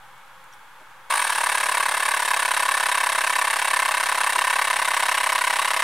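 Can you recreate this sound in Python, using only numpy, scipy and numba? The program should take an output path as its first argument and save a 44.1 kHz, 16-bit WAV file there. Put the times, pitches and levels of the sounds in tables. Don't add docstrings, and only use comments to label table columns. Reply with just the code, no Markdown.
import sys
import numpy as np
from scipy import signal
from scipy.fft import rfft, irfft
from scipy.io import wavfile
from scipy.ndimage import uniform_filter1d
from numba import njit

SR = 44100
rng = np.random.default_rng(int(sys.argv[2]) if len(sys.argv) > 2 else 0)


def store_wav(level_fs):
    pcm = np.round(np.clip(np.atleast_2d(level_fs), -1, 1) * 32767)
    wavfile.write(sys.argv[1], SR, pcm.T.astype(np.int16))


def makeup_ratio(level_db):
    decades = np.asarray(level_db, float) / 20
    return 10 ** decades


N = 257103
T = np.arange(N) / SR
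HZ = np.arange(4097) * SR / 8192 + 1
START_S = 1.1
RUN_S = np.clip(T - START_S, 0, None)
CYLINDER_HZ, CYLINDER_HZ_PER_S = 1622, 66.5
CYLINDER_PATH_HZ = CYLINDER_HZ + CYLINDER_HZ_PER_S * RUN_S

# [start_s, speed_hz (turns per second)]
CRANK = [(1.1, 35.762), (1.84, 35.451), (2.02, 35.316), (2.23, 36.058), (2.29, 34.826), (2.68, 34.305),
         (3.13, 34.279), (3.28, 33.832), (3.61, 34.739), (3.91, 33.395), (4.09, 34.254), (4.27, 33.717),
         (4.6, 34.765), (4.75, 34.453), (4.93, 33.521), (5.08, 33.789), (5.62, 33.811), (5.83, 34.434)]
FLICK_HZ, FLICK_RISE_S, FLICK_FADE_S = 33.71, .0271, .0496


def crank():
    fade = np.exp(-np.clip(RUN_S - FLICK_RISE_S, 0, None) / FLICK_FADE_S)
    flick = np.clip(RUN_S / FLICK_RISE_S, 0, 1) * fade
    return np.interp(T, *np.transpose(CRANK), left=0) + FLICK_HZ * flick, flick


def valve_openings(speed_hz):
    turns = np.cumsum(speed_hz) / SR
    luck = rng.standard_normal((int(turns[-1]) + 1, 8))
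    opening = np.interp(np.arange(len(luck)), turns, T) + .00075 + .00005 * luck[:, 7]
    period = 1 / np.interp(np.maximum(opening, START_S + 2 / SR), T, speed_hz)[:, None]
    return opening, period, luck


def flutter(opening, period, luck):
    chance = rng.standard_normal((2, len(luck), 8))
    gaps_s = .00198 * (1 + .03 * chance[0] + .008 * luck[:, 6:7])
    beat = .0012 + np.cumsum(gaps_s, axis=1)
    swing = np.exp(-((beat / period - .27) / .17) ** 2) * (beat < .39 * period)
    return clicks(opening[:, None] + beat, swing * makeup_ratio(1.6 * chance[1]))


def air_flow(opening, period, luck):
    turn = np.clip(np.searchsorted(opening, T) - 1, 0, None)
    share = (T - opening[turn]) / period[turn, 0]
    open_share = 0.46 + 0.004 * luck[turn, 0]
    shut = np.clip(share - open_share, 0, None)
    drain = 0.53 * np.exp(-shut / 0.037) + 0.11 * np.exp(-shut / 0.11)
    flow = (share > 0) * drain * makeup_ratio(0.81 * luck[turn, 5])
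    swell = np.exp(-(np.minimum(share - .33, 0) / 0.25) ** 2)
    seep = makeup_ratio(-12.5) + 0.27 * np.exp(-np.abs(T - 1.13) / 0.22)
    return share, flow, swell, seep


def gust():
    return rng.standard_normal(N) * np.clip((T - 1.094) / 0.0083, 0, 1) ** 2


# [pitch_hz, width_hz, level_db]
BOX = [(590, 50, -14), (886, 74, 0), (998, 63, 0), (1090, 126, 2.5), (1403, 82, -0.5), (1550, 190, -4.5),
       (2314, 380, -5), (2694, 173, -3.5)]
# [pitch_hz, level_db]
OVERALL_TONE = [(100, -58), (400, -13.5), (520, -11.5), (620, 0.5), (900, 2.5), (1330, 3.5), (1400, -10),
                (1470, 1.5), (2330, 4), (2430, -5), (2540, -0.5), (10000, -2.5), (15500, -8.5)]


def paper_box(share, flow, swell, seep, flaps, puff, flick):
    soft_flaps = uniform_filter1d(flaps, size=9)
    soft_flaps = signal.lfilter([1, -1], [1, -np.exp(-1 / (0.000084 * SR))], soft_flaps)
    early = .3 + .7 * np.exp(-np.clip(share - .37, 0, None) / .05)
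    jet = (flow * early * swell ** 0.2 * puff + 0.9 * seep) * gust()
    push = level(jet, 0) + level(soft_flaps, -8)
    box = colour(push, peaks(BOX) + slope(OVERALL_TONE))
    return box + 1.25 * flick * svf(box, 1100 + 0 * T, 200.)


# [pitch_hz, width_hz, level_db]
PASSAGE = [(1700, 267, 1), (3180, 300, 1), (3770, 230, 4.5), (4270, 890, -2.5), (5533, 58, 3),
           (6340, 78, -1.5), (6060, 7200, -7), (12200, 6800, -10.5)]


def valve_passage(flow, seep, opening, settled, luck):
    size = settled * makeup_ratio(1.3 * luck[:, 1:3]) * [1.05, .65]
    ticks = clicks(opening[:, None] + [.00022, .0017], size)
    push = level((flow + 1.53 * seep) * gust(), 0) + level(ticks, -6.5)
    low = 2.26 * svf(push, CYLINDER_PATH_HZ, 166.0)
    high = 1.55 * svf(push, 1.51 * CYLINDER_PATH_HZ, 130.)
    return colour(push + low + high, peaks(PASSAGE) + slope(OVERALL_TONE))


def cylinder_lift(opening, settled, luck):
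    size = settled * makeup_ratio(1.8 * luck[:, 1:4]) * [1, .8, .6]
    hits = clicks(opening[:, None] + [.0003, .00142, .0042], size)
    ring = svf(hits, CYLINDER_PATH_HZ, 1500.) - .4 * svf(hits, 1.33 * CYLINDER_PATH_HZ, 400.)
    return svf(ring, CYLINDER_PATH_HZ, 380.)


# [pitch_hz, width_hz, level_db]
EDGE = [(7830, 160, -7), (8520, 160, 2), (9100, 340, 1), (9850, 300, 0), (11170, 1400, -9.5)]
WHISTLE_DB, WHISTLE_DB_PER_S = -8, -0.54
HAND_BACK_S, HAND_TILT_S = 1.68, 4.5


def edge_whistle(share, flow, swell, seep, puff):
    ahead = .4 * (share > .97)
    edge = colour((flow * swell * puff + ahead + 0.66 * seep) * gust(), peaks(EDGE) + slope(OVERALL_TONE))
    bare = np.clip((HAND_BACK_S - T) / .15, 0, 1)
    tilted = np.clip((T - HAND_TILT_S) / .5, 0, 1)
    bare_ring = 0.57 * svf(edge, 9280 + 0 * T, 330.0)
    tilt_ring = 0.58 * svf(edge, 8000 + 0 * T, 500.) - 0.59 * svf(edge, 8650 + 0 * T, 300.)
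    edge = edge + bare * bare_ring + tilted * tilt_ring
    return level(edge, 0) * makeup_ratio(WHISTLE_DB + WHISTLE_DB_PER_S * RUN_S)


KNOCKS = [
    (0.002, 1.35),
    (0.392, -0.95),
]
# [pitch_hz, level_db]
CUSHION = [(30, -46), (90, -24.5), (135, -24.5), (200, -23.5), (300, -13), (350, -18.5), (412, -3.5),
           (470, -12), (560, 2.5), (830, 5.5), (960, -4), (1300, -34.5), (5000, -65)]
LID_HZ, LID_WIDTH_HZ, LID_DB = 822, 60., -14


def flow_thumps(opening, period, luck):
    at, size = np.transpose(KNOCKS)
    knocks = clicks(opening[:, None] + at * period, size * makeup_ratio(1.0 * luck[:, 3:5]))
    lid = svf(svf(knocks, LID_HZ + 0 * T, LID_WIDTH_HZ), LID_HZ + 0 * T, 200.0)
    return level(colour(knocks, slope(CUSHION)), -11) + level(lid, LID_DB)


# [pitch_hz, level_db]
EDDIES = [(30, -25), (250, -59), (500, -20), (1100, -40), (1800, 6), (2400, -11), (3200, -0.5),
          (5500, -7.5), (7300, -5.5), (8500, 0.5), (10000, -0.5), (12000, -8), (15500, -18)]


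def port_eddies(flow, swell, seep):
    return level(colour((flow * swell + 0.73 * seep) * gust(), slope(EDDIES)), -14.5)


LIFT_DB = -8


def motor():
    speed_hz, flick = crank()
    opening, period, luck = valve_openings(speed_hz)
    settled = np.clip((opening - START_S) / 0.13, .05, 1)[:, None]
    flaps = flutter(opening, period, luck)
    puff = 1 + 0.98 * signal.lfilter([1], [1, -np.exp(-1 / (0.0004 * SR))], flaps)
    share, flow, swell, seep = air_flow(opening, period, luck)
    tone = level(paper_box(share, flow, swell, seep, flaps, puff, flick), 0)
    tone = tone + level(valve_passage(flow, seep, opening, settled, luck), -5.5)
    tone = tone + level(cylinder_lift(opening, settled, luck), LIFT_DB)
    tone = tone + edge_whistle(share, flow, swell, seep, puff)
    tone = tone + flow_thumps(opening, period, luck)
    return tone, port_eddies(flow, swell, seep)


# [start_s, level_db, pitch_hz, width_hz, length_s]
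TOUCHES = [(.175, -58, 9000, 1500, .004), (.438, -53, 9000, 4000, .005), (0.524, -52, 5700, 350, .003),
           (.531, -53, 5700, 350, .005), (0.53, -56, 8500, 5000, .012), (.44, -59, 590, 60, 0.022),
           (.52, -57, 3440, 200, .02), (0.794, -52, 620, 60, 0.02), (0.796, -57, 350, 60, 0.02),
           (.905, -62, 9000, 4000, .004), (4.355, -45, 367, 60, 0.026)]


def finger_touches():
    grit = rng.standard_normal(N)
    out = np.zeros(N)
    for start_s, level_db, pitch_hz, width_hz, length_s in TOUCHES:
        rub = np.exp(-((T - start_s - length_s) / length_s) ** 2 * 2) * grit
        gain = makeup_ratio(level_db) * np.sqrt(SR / np.pi / width_hz)
        out = out + gain * svf(rub, pitch_hz + 0 * T, 1. * width_hz)
    return out


# [pitch_hz, level_db (per Hz)]
LEAK = [(20, -13.5), (100, -22), (250, -18), (420, -17), (550, -9), (700, -13), (800, 1), (1100, -0.5),
        (1650, -1.5), (1900, -8), (3500, -16.5), (5000, -23.5), (11500, -24), (15500, -32)]
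# [pitch_hz, level_db]
LEAK_SIDE = [(60, -1), (110, -6), (200, -19), (380, -16), (700, -15), (1290, -18.5), (2380, -4),
             (4400, -4.5), (8120, -5), (15000, -2)]
LEAK_DB = -48


def leaking_air():
    mid = level(colour(rng.standard_normal(N), slope(LEAK)), LEAK_DB)
    side = level(colour(rng.standard_normal(N), slope(LEAK)), LEAK_DB)
    return mid + np.array([[1], [-1]]) * colour(side, slope(LEAK_SIDE))


# [pitch_hz, level_db, width_hz]
HUM = [(129, -69.5, 6.3), (171, -75, 4.8), (523.4, -66.5, 1.8), (2210, -64.5, 5.2), (3350, -67, 170)]


def fan_hum():
    return sum(level(svf(rng.standard_normal(N), pitch_hz + 0 * T, 1. * width_hz), level_db)
               for pitch_hz, level_db, width_hz in HUM)


def echoes(x, t60, start):
    s = np.arange(SR // 3) / SR
    tail = rng.standard_normal(len(s)) * makeup_ratio(-60 * s / t60) * (s >= start)
    return signal.oaconvolve(x, tail / np.sqrt(np.sum(tail ** 2)))[:N]


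def level(x, db):
    return x * makeup_ratio(db) / np.sqrt(np.mean(x ** 2))


@njit
def svf(x, hz, width):
    y, b, l = np.empty(len(x)), 0., 0.
    for i in range(len(x)):
        g, k = np.tan(np.pi * hz[i] / SR), width / hz[i]
        v = (b + g * (x[i] - l)) / (1 + g * (g + k))
        b, l, y[i] = 2 * v - b, l + 2 * g * v, k * v
    return y


def colour(x, db):
    fold = irfft(np.log(makeup_ratio(db)))
    fold[1:4096] *= 2
    fold[4097:] = 0
    return signal.oaconvolve(x, irfft(np.exp(rfft(fold))))[:N]


def clicks(s, size):
    place = np.clip(np.ravel(s) * SR, 0, N - 2)
    i, size = place.astype(int), np.ravel(size) * (place < N - 2)
    return np.bincount(i, size * (1 + i - place), N) + np.bincount(i + 1, size * (place - i), N)


def slope(points):
    hz, db = np.transpose(points)
    return np.interp(np.log(HZ), np.log(hz), db)


def peaks(modes):
    return 10 * np.log10(sum(makeup_ratio(2 * db) / (1 + (2 * (HZ - hz) / width) ** 2) for hz, width, db in modes))


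# [start_s, level_db (of the jet)]
AIR = [
    (1.1, -27),
    (1.14, -26.5),
    (1.25, -26.5),
    (1.6, -24.5),
    (5.83, -24),
]


def scene():
    start_s, jet_db = np.transpose(AIR)
    near, side = np.array(motor()) * makeup_ratio(np.interp(T, start_s, jet_db))
    table = makeup_ratio(-13.) * np.interp(T - .0062, T, near)
    mid = near + table + makeup_ratio(-14.5) * echoes(near, t60=0.11, start=0.00251)
    background = finger_touches() + leaking_air() + fan_hum()
    return mid + np.array([[1], [-1]]) * (side - 0.0025 * near) + background


def roll_off(x):
    return signal.sosfilt(signal.butter(12, 15880, fs=SR, output="sos"), x)


def record(dry):
    cut = signal.sosfilt(signal.ellip(8, .3, 60, 15750, fs=SR, output="sos"), dry)
    return roll_off(cut - .0029)


dry = scene()
out = record(dry)
store_wav(out)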